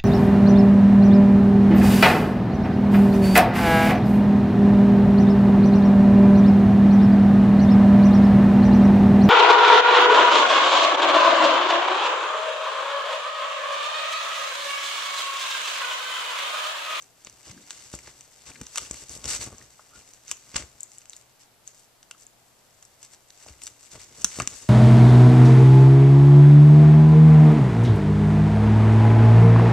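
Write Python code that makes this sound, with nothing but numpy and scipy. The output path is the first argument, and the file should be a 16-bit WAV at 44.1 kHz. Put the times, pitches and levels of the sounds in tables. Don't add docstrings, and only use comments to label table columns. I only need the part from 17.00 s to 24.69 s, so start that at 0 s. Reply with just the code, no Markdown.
import sys
import numpy as np
from scipy import signal
from scipy.fft import rfft, irfft
from scipy.io import wavfile

SR = 44100
rng = np.random.default_rng(int(sys.argv[2]) if len(sys.argv) > 2 else 0)


def generate_wav(signal):
    frames = np.transpose(np.atleast_2d(signal))
    scaled = np.clip(frames, -1, 1) * 32767
    pcm = np.round(scaled).astype(np.int16)
    wavfile.write(sys.argv[1], SR, pcm)


N = 339113

# start_s (of the hold), hold_s, crackle_db, ripping_db, rumble_db
JAW_PULLS = [(0.264, 0.012, -66, -57.5, -62.5), (0.47, 0.024, -48.5, -48, -51),
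             (0.688, 0.12, -49.5, -55, -80), (0.939, 0.0073, -39, -48, -50.5),
             (1.049, 0.046, -67, -55, -55.5), (1.466, 0.025, -50, -49.5, -51),
             (1.744, 0.054, -41.5, -49, -60), (1.811, 0.053, -40.5, -48, -54.5),
             (1.937, 0.084, -42, -52, -53.5), (2.103, 0.063, -38, -51.5, -51.5),
             (2.25, 0.018, -39.5, -45, -47), (2.283, 0.076, -26.5, -33.5, -46),
             (2.412, 0.042, -32, -40.5, -45), (2.583, 0.039, -59, -61, -56.5),
             (2.96, 0.051, -50, -57.5, -58), (3.07, 0.097, -52.5, -62.5, -78),
             (3.293, 0.026, -40, -46.5, -66), (3.565, 0.034, -40, -38, -45.5),
             (3.914, 0.076, -53, -69, -85), (4.115, 0.097, -54.5, -66, -82), (4.406, 0.036, -57, -64, -80),
             (4.667, 0.032, -52.5, -61.5, -77), (4.746, 0.098, -57, -74, -84),
             (5.199, 0.034, -51, -70, -81), (6.028, 0.021, -45.5, -55.5, -83),
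             (6.129, 0.011, -50.5, -58, -65), (6.469, 0.027, -50, -57.5, -52),
             (6.626, 0.052, -42.5, -58, -58), (6.811, 0.063, -51, -60, -76),
             (6.927, 0.032, -46.5, -52.5, -51), (7, 0.044, -45, -53, -57), (7.18, 0.11, -43, -55.5, -55.5),
             (7.317, 0.043, -41.5, -45.5, -70), (7.381, 0.031, -34.5, -46, -44.5),
             (7.503, 0.13, -43.5, -53, -54.5)]


def from_db(db):
    return 10 ** (np.asarray(db) / 20)


def rms_one(x):
    return x / np.sqrt(np.mean(x ** 2) + 1e-20)


def in_time(rows):
    s, *columns = np.transpose(rows)
    return [np.interp(np.arange(N) / SR, s, c) for c in columns]


def band(x, low_hz, high_hz, order=2):
    edges = np.clip([low_hz, high_hz], 10, .45 * SR)
    return signal.sosfilt(signal.butter(order, edges, "band", fs=SR, output="sos"), x + 1e-18)


def dull(x, hz, order=1):
    return signal.sosfilt(signal.butter(order, min(hz, SR / 2 - 1), fs=SR, output="sos"), x + 1e-18)


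def resonance(x, hz, width_hz):
    r = np.exp(-np.pi * width_hz / SR)
    numerator = np.array([1, 0, -1]) * (1 - r * r) / 2
    denominator = [1, -2 * r * np.cos(2 * np.pi * hz / SR), r * r]
    return signal.lfilter(numerator, denominator, x + 1e-18)


def drift(per_s):
    points = rng.standard_normal(N // 20)
    return rms_one(np.interp(np.arange(N) / SR * per_s, np.arange(len(points)), points))


def add(track, s, sound):
    at = round(s * SR)
    track[at:at + len(sound)] += sound[:N - at]


def grains(per_s, spread_db):
    sizes = from_db(spread_db * np.minimum(rng.exponential(1, N), 4))
    struck = rng.random(N) < per_s / SR
    return struck * sizes * rng.choice([-1, 1], N) / np.sqrt(per_s)


def stillness(air_db=-62.5):
    # pitch_hz, density_db (per Hz)
    air_spectrum = [(20, 4.5), (60, -9.5), (123, -3.5), (160, -7.5), (380, -8.5), (700, -5.5), (1000, -10),
                    (5000, -22), (9000, -61)]
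    # pitch_hz, level_db (rms)
    hum_tones = [(120, -76)]
    hz = np.maximum(np.arange(N // 2 + 1) * SR / N, 1)
    point_hz, point_db = np.transpose(air_spectrum)
    noise = rng.standard_normal(N) + rng.standard_normal((2, N))
    colour = from_db(np.interp(np.log(hz), np.log(point_hz), point_db))
    air = irfft(rfft(noise) * colour, N)
    t = np.arange(N) / SR
    hum = sum(from_db(db) * np.sqrt(2) * np.sin(2 * np.pi * f * t) for f, db in hum_tones)
    return from_db(air_db) * rms_one(air) + hum


def room(x, wet_db=-14, early_db=-16, onset_s=0.00033, early_s=0.00096, low_db=3.0, low_t60_s=0.2, treble_t60_s=0.32):
    t = np.arange(SR // 2) / SR
    shared = rng.standard_normal(len(t))
    sides, scatter = rng.standard_normal((2, 2, len(t)))
    low_fade = np.exp(-np.log(1000) * t / low_t60_s)
    treble_fade = np.exp(-np.log(1000) * t / treble_t60_s)
    lows = from_db(low_db) * band(shared + .5 * sides, 15, 2970) * low_fade
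    highs = band(sides, 1350, 19200) * treble_fade
    tail = rms_one((lows + highs) * (1 - np.exp(-t / onset_s)))
    early = rms_one(band(scatter, 2100, 7500) * t * np.exp(-t / early_s))
    echoes = (from_db(wet_db) * tail + from_db(early_db) * early) / np.sqrt(len(t))
    return signal.fftconvolve(x, echoes, axes=1)[:, :N]


def effort(levels_db, gnaw_db, release_s, lag_s=0, attack_s=0.015):
    # time_s, crackle_db (before the trim)
    nibbling = [(0, -53), (.14, -67.5), (.2, -59.5), (.85, -48.5), (1.3, -57.5), (1.7, -49.5), (2.2, -52.5),
                (3.24, -61), (3.5, -52.5), (3.74, -59), (4.1, -63), (4.55, -75.5), (5.9, -64), (6.23, -66),
                (6.42, -51), (6.78, -62), (7.2, -49), (7.69, -50.5)]
    t = np.arange(N) / SR - lag_s
    power = from_db(in_time(nibbling)[0] + gnaw_db) ** 2
    for (start, hold, *_), db in zip(JAW_PULLS, levels_db):
        before = np.maximum(start - t, 0) / attack_s
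        after = np.maximum(t - start - hold, 0) / release_s
        power = power + from_db(db) ** 2 * np.exp(-2 * np.minimum(before + after, 20))
    return 10 * np.log10(power)


def wall(push):
    # pitch_hz, weight_db, t60_s
    wall_modes = [(64, -9.5, 0.16), (121, -14.5, 0.051), (206, -10, 0.029), (384, -17, 0.016),
                  (592, -15.5, 0.024), (1070, -14, 0.025)]
    ringing = 0
    for hz, db, t60 in wall_modes:
        width_hz = np.log(1000) / np.pi / t60
        ringing = ringing + from_db(db) * resonance(push, hz, width_hz) / np.sqrt(width_hz / SR)
    return ringing


def rumbling(jerk_db=3.5, rub_db=-5, sway_db=-1, level_db=-1.0):
    jerks = grains(1200, spread_db=2.5) * from_db(jerk_db * drift(40))
    sway = from_db(sway_db) * rms_one(band(jerks, 35, 137))
    rub = from_db(rub_db) * rms_one(band(jerks, 79, 580))
    pulls_db = [db for *_, db in JAW_PULLS]
    shaking_db = effort(pulls_db, gnaw_db=-13.5, release_s=0.057, lag_s=0.0013)
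    return from_db(shaking_db + level_db) * rms_one(rms_one(wall(jerks)) + sway + rub)


def buckling(ring_db=-21, crunch=0.63):
    # start_s, push_db, rise_s (time to the peak of the push)
    wall_pops = [(0.272, -38, 0.00019), (0.939, -25.5, 0.00055), (1.078, -34, 0.00019),
                 (1.612, -32, 0.00084), (1.91, -26.5, 0.00049), (2.165, -36, 0.00037),
                 (2.394, -34.5, 0.0017), (3.542, -36, 0.001), (3.557, -27.5, 0.00077),
                 (6.956, -30.5, 0.00012), (7.244, -26, 0.00041), (7.388, -19.5, 0.00039),
                 (7.401, -29, 0.00022)]
    push, t = np.zeros(N), np.arange(SR // 30) / SR
    creases = rng.standard_normal((len(wall_pops), len(t)))
    for (s, db, rise_s), crease in zip(wall_pops, creases):
        suck = -from_db(db) * t / rise_s * np.exp(1 - t / rise_s)
        add(push, s, suck * (1 + crunch * crease))
    return band(push, 187, 1600, order=1) + from_db(ring_db) * wall(push)


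def thuds(cycles=1.22, taut=0.28):
    # start_s, level_db (of the swing at its start), slack_pitch_hz
    panels = [(.497, -40.5, 98), (1.617, -31.5, 195), (3.626, -44, 58), (6.4636, -35, 610),
              (6.505, -40.5, 58.4), (7.246, -32.5, 188), (7.401, -26.5, 116), (7.4735, -35.5, 192)]
    out, t = np.zeros(N), np.arange(SR // 4) / SR
    for s, db, hz in panels:
        swing = np.exp(-hz * t / cycles)
        phase = 2 * np.pi * np.cumsum(hz * (1 + taut * swing)) / SR
        add(out, s, from_db(db) * swing * np.sin(phase))
    return out


def rubs(rise_per_s=1.86, judder_db=2.2):
    # middle_s, half_length_s, pitch_hz (at the middle), level_db, width_hz (of the narrower resonance)
    strokes = [(0.564, 0.066, 209, -53, 110), (1.559, 0.0062, 1830, -47.5, 1100),
               (1.601, 0.048, 190, -55, 160), (2.949, 0.028, 1360, -56, 90), (4.143, 0.013, 3700, -62, 800),
               (7.42, 0.018, 1400, -44.5, 1000)]
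    t, out = np.arange(N) / SR, np.zeros(N)
    for s, length, hz, db, width_hz in strokes:
        judder = from_db(judder_db * drift(90))
        stroke = np.exp(-((t - s) / length) ** 2)
        tone = resonance(resonance(rng.standard_normal(N), hz, width_hz), hz, 2 * width_hz)
        rising = np.interp(t + rise_per_s / 2 * (t - s) ** 2, t, tone)
        out += from_db(db) * rms_one(stroke * judder * rising) * np.sqrt(np.mean(stroke ** 2))
    return out


def clacks(chatter=0.34, chatter_s=0.0034):
    # start_s, level_db (before the weight of each mode)
    slips = [(1.7465, -42.5), (1.78, -31), (2.794, -41), (3.3136, -34), (3.567, -31), (7.4003, -16)]
    # pitch_hz, weight_db, t60_s
    edge_modes = [(684, -6, 0.011), (1000, -6.5, 0.016), (1254, -1, 0.018), (1440, -0.5, 0.0091)]
    out, t = np.zeros(N), np.arange(SR // 10) / SR
    hz, mode_db, t60 = np.transpose(edge_modes)[:, :, None]
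    modes = np.exp(-np.log(1000) * t / t60) * np.sin(2 * np.pi * hz * t)
    chances = rng.standard_normal((len(slips), len(edge_modes), len(t)))
    for (s, db), chance in zip(slips, chances):
        contact = (t == 0) + chatter * chance * np.exp(-t / chatter_s)
        rings = signal.fftconvolve(contact, modes, axes=1)[:, :len(t)]
        rings = rings * modes.std(axis=1, keepdims=True) / rings.std(axis=1, keepdims=True)
        add(out, s, np.sum(from_db(db + mode_db) * rings, axis=0))
    return band(out, 350, 6000)


def snaps(rise_s=0.00011, crack_s=0.00034, splinter_s=0.0045, splinter_db=-20, ring_width=0.48,
          crack_trim_db=-8.0, octave_db=-5, thin_hz_per_db=55):
    # start_s, crack_db (before the trim), board_ring_db, ring_pitch_hz (of the upper resonance)
    breaking_flutes = [(0.0228, -38.5, -61, 2800), (0.248, -36, -53, 2470), (0.2701, -43, -37.5, 2440),
                       (0.2975, -40.5, -59, 2860), (0.7067, -31.5, -31, 3360), (0.9515, -32, -70, 2300),
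                       (0.9892, -38.5, -40, 1910), (1.0739, -47, -39.5, 1680), (1.2085, -38, -48, 2200),
                       (1.6137, -32.5, -36.5, 1740), (1.6674, -36.5, -41.5, 2550),
                       (1.758, -22.5, -28, 2560), (1.775, -23, -25, 3180), (1.7816, -18, -22.5, 2650),
                       (1.911, -24.5, -38.5, 2130), (2.0943, -32.5, -51, 2600), (2.2422, -31, -36, 3150),
                       (2.256, -24, -36.5, 2870), (2.283, -37, -50, 2700), (2.288, -40, -32, 4200),
                       (2.309, -35, -53, 3200), (2.5825, -39.5, -60, 2600), (3.1355, -41, -53.5, 3200),
                       (3.28, -35, -46, 2800), (3.3133, -18, -26, 2480), (3.369, -42, -55, 2800),
                       (3.5446, -47, -34.5, 2290), (3.5593, -46, -25.5, 1930), (3.5652, -19.5, -26, 3100),
                       (3.5806, -36, -31.5, 2280), (3.6236, -41, -37.5, 2200), (3.806, -31, -68, 2720),
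                       (3.8317, -27.5, -69, 3200), (3.9172, -42.5, -56, 2900), (3.9832, -37, -73, 2780),
                       (4.0165, -48, -53, 2500), (4.056, -46, -49, 3060), (4.0967, -34.5, -61, 2700),
                       (4.1054, -46, -53, 3500), (4.1338, -42, -48.5, 2270), (4.165, -36, -63, 3000),
                       (4.676, -31, -51.5, 2920), (5.029, -45.5, -49, 3420), (5.1109, -34, -39, 2920),
                       (5.2666, -40.5, -70, 1700), (5.826, -41, -49.5, 3340), (5.8512, -43, -76, 2800),
                       (6.0293, -38, -47.5, 2850), (6.304, -46, -45, 3380), (6.4846, -46, -42.5, 2650),
                       (6.6184, -37, -41, 2300), (6.636, -31, -70, 3230), (6.6682, -30, -36, 3330),
                       (6.6756, -34.5, -38, 2600), (6.916, -39, -51, 3430), (7.218, -33, -46, 3120),
                       (7.245, -9, -21, 3400), (7.3999, -24, -20, 2440), (7.42, -25.5, -39, 2200),
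                       (7.4745, -17, -26.5, 2760)]
    out, t, one_ms = np.zeros(N), np.arange(SR // 50) / SR, SR / 1000
    decay = np.exp(-t / crack_s) + from_db(splinter_db) * np.exp(-t / splinter_s)
    shape = (1 - np.exp(-t / rise_s)) * decay
    noises = rng.standard_normal((len(breaking_flutes), 2, len(t)))
    for (s, db, board_db, hz), (crack_noise, board_noise) in zip(breaking_flutes, noises):
        burst = shape * crack_noise
        thin_hz = thin_hz_per_db * np.clip(db - board_db - 17.5, 0, 20)
        crack = band(resonance(burst, 6110 + thin_hz, 1280) + 0.13 * burst, 4740 + thin_hz, 19845)
        upper, lower = (rms_one(resonance(shape * board_noise, f, ring_width * f)) for f in (hz, hz / 2))
        ring = band(upper + from_db(octave_db) * lower, 700, 4800)
        snap = from_db(db + crack_trim_db) * rms_one(crack) + from_db(board_db) * rms_one(ring)
        add(out, s, snap * np.sqrt(one_ms / len(t)))
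    return out


def tear_levels(release_s=0.016, gnaw_rip_db=-7):
    # middle_s, half_length_s, lift_db
    sudden_yanks = [(0.515, 0.0049, 14.5), (3.563, 0.0048, 14)]
    t = np.arange(N) / SR
    _, _, fine_db, coarse_db, _ = np.transpose(JAW_PULLS)
    lift_db = sum(db * np.exp(-((t - s) / length) ** 2) for s, length, db in sudden_yanks)
    crackle_db = effort(fine_db, 0, release_s) + lift_db
    ripping_db = effort(coarse_db, gnaw_rip_db, release_s) + lift_db
    return crackle_db, ripping_db


def flicks(per_s=190, spread_db=2.5, flick_db=4.5, low_hz=1900, high_hz=6000, loose_cycles=4, stray_cycles=1.68):
    # start_s, level_db (of the ring at its start), pitch_hz
    loose_flakes = [(.577, -44, 1620), (.7072, -58, 1630), (1.517, -39, 2440), (2.614, -41, 1860),
                    (4.1323, -33.5, 3840), (5.1096, -45, 1480), (5.1125, -32, 2790), (5.148, -46.5, 1310)]
    out, t = np.zeros(N), np.arange(SR // 100) / SR
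    ripping_db = np.minimum(tear_levels()[1], -46)
    chance, pitch = rng.random((2, N))
    size = np.minimum(rng.exponential(1, N), 3)
    strays = []
    for i in np.flatnonzero(chance < per_s / SR):
        stray_db = ripping_db[i] + flick_db + spread_db * size[i]
        strays.append((i / SR, stray_db, low_hz * (high_hz / low_hz) ** pitch[i]))
    for flakes, cycles in (loose_flakes, loose_cycles), (strays, stray_cycles):
        for s, db, hz in flakes:
            add(out, s, from_db(db) * np.exp(-hz * t / cycles) * np.sin(2 * np.pi * hz * t))
    return out


def tearing(fine, coarse, per_s=2700, spread_db=2.5, flute_db=3.0, tug_db=2.1, fine_trim_db=-10.5):
    pull = from_db((fine + 50) / 2)
    clumps = from_db(flute_db * drift(300) + tug_db * drift(60))
    ticks = .85 * rms_one(grains(75, spread_db=2.8)) / np.sqrt(np.maximum(pull, .6))
    breaks = rms_one(clumps * grains(per_s * pull, spread_db)) + ticks
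    splits = rms_one(clumps * grains(per_s * pull, spread_db))
    crackle = rms_one(dull(band(breaks, 5100, 19845), 1570))
    rip = rms_one(band(breaks + splits, 500, 7400, order=1))
    return from_db(fine + fine_trim_db) * crackle + from_db(coarse) * dull(rip, 6740, order=2)


def scene(apart=1.0):
    levels = tear_levels()
    shared = tearing(*levels)
    sides = np.array([tearing(*levels), tearing(*levels)])
    crackle = (shared + apart * sides) / np.sqrt(1 + apart ** 2)
    box = crackle + flicks() + snaps() + clacks() + rubs() + buckling() + thuds() + rumbling()
    return box + room(box) + stillness()


def microphones(x, left_peak_db=16.0, right_peak_db=13.0, port_noise_db=-76, hiss_db=-62.5):
    x = x - dull(x, 50)
    x = x + from_db(port_noise_db) * rng.standard_normal((2, N))
    left_port = resonance(x[0], 7600, 1100)
    right_port = resonance(x[1], 6300, 1100)
    left = dull(x[0] + from_db(left_peak_db) * left_port, 13500, order=2)
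    right = dull(x[1] + from_db(right_peak_db) * right_port, 8500, order=2)
    balance = from_db([[.9], [-.9]])
    return balance * np.array([left, right]) + from_db(hiss_db) * rng.standard_normal((2, N))


def record(dry, cutoff_hz=14300):
    loud = np.clip(microphones(dry), -1, 1)
    return signal.sosfilt(signal.ellip(10, .1, 70, cutoff_hz, fs=SR, output="sos"), loud)


dry = scene()
out = record(dry)
generate_wav(out)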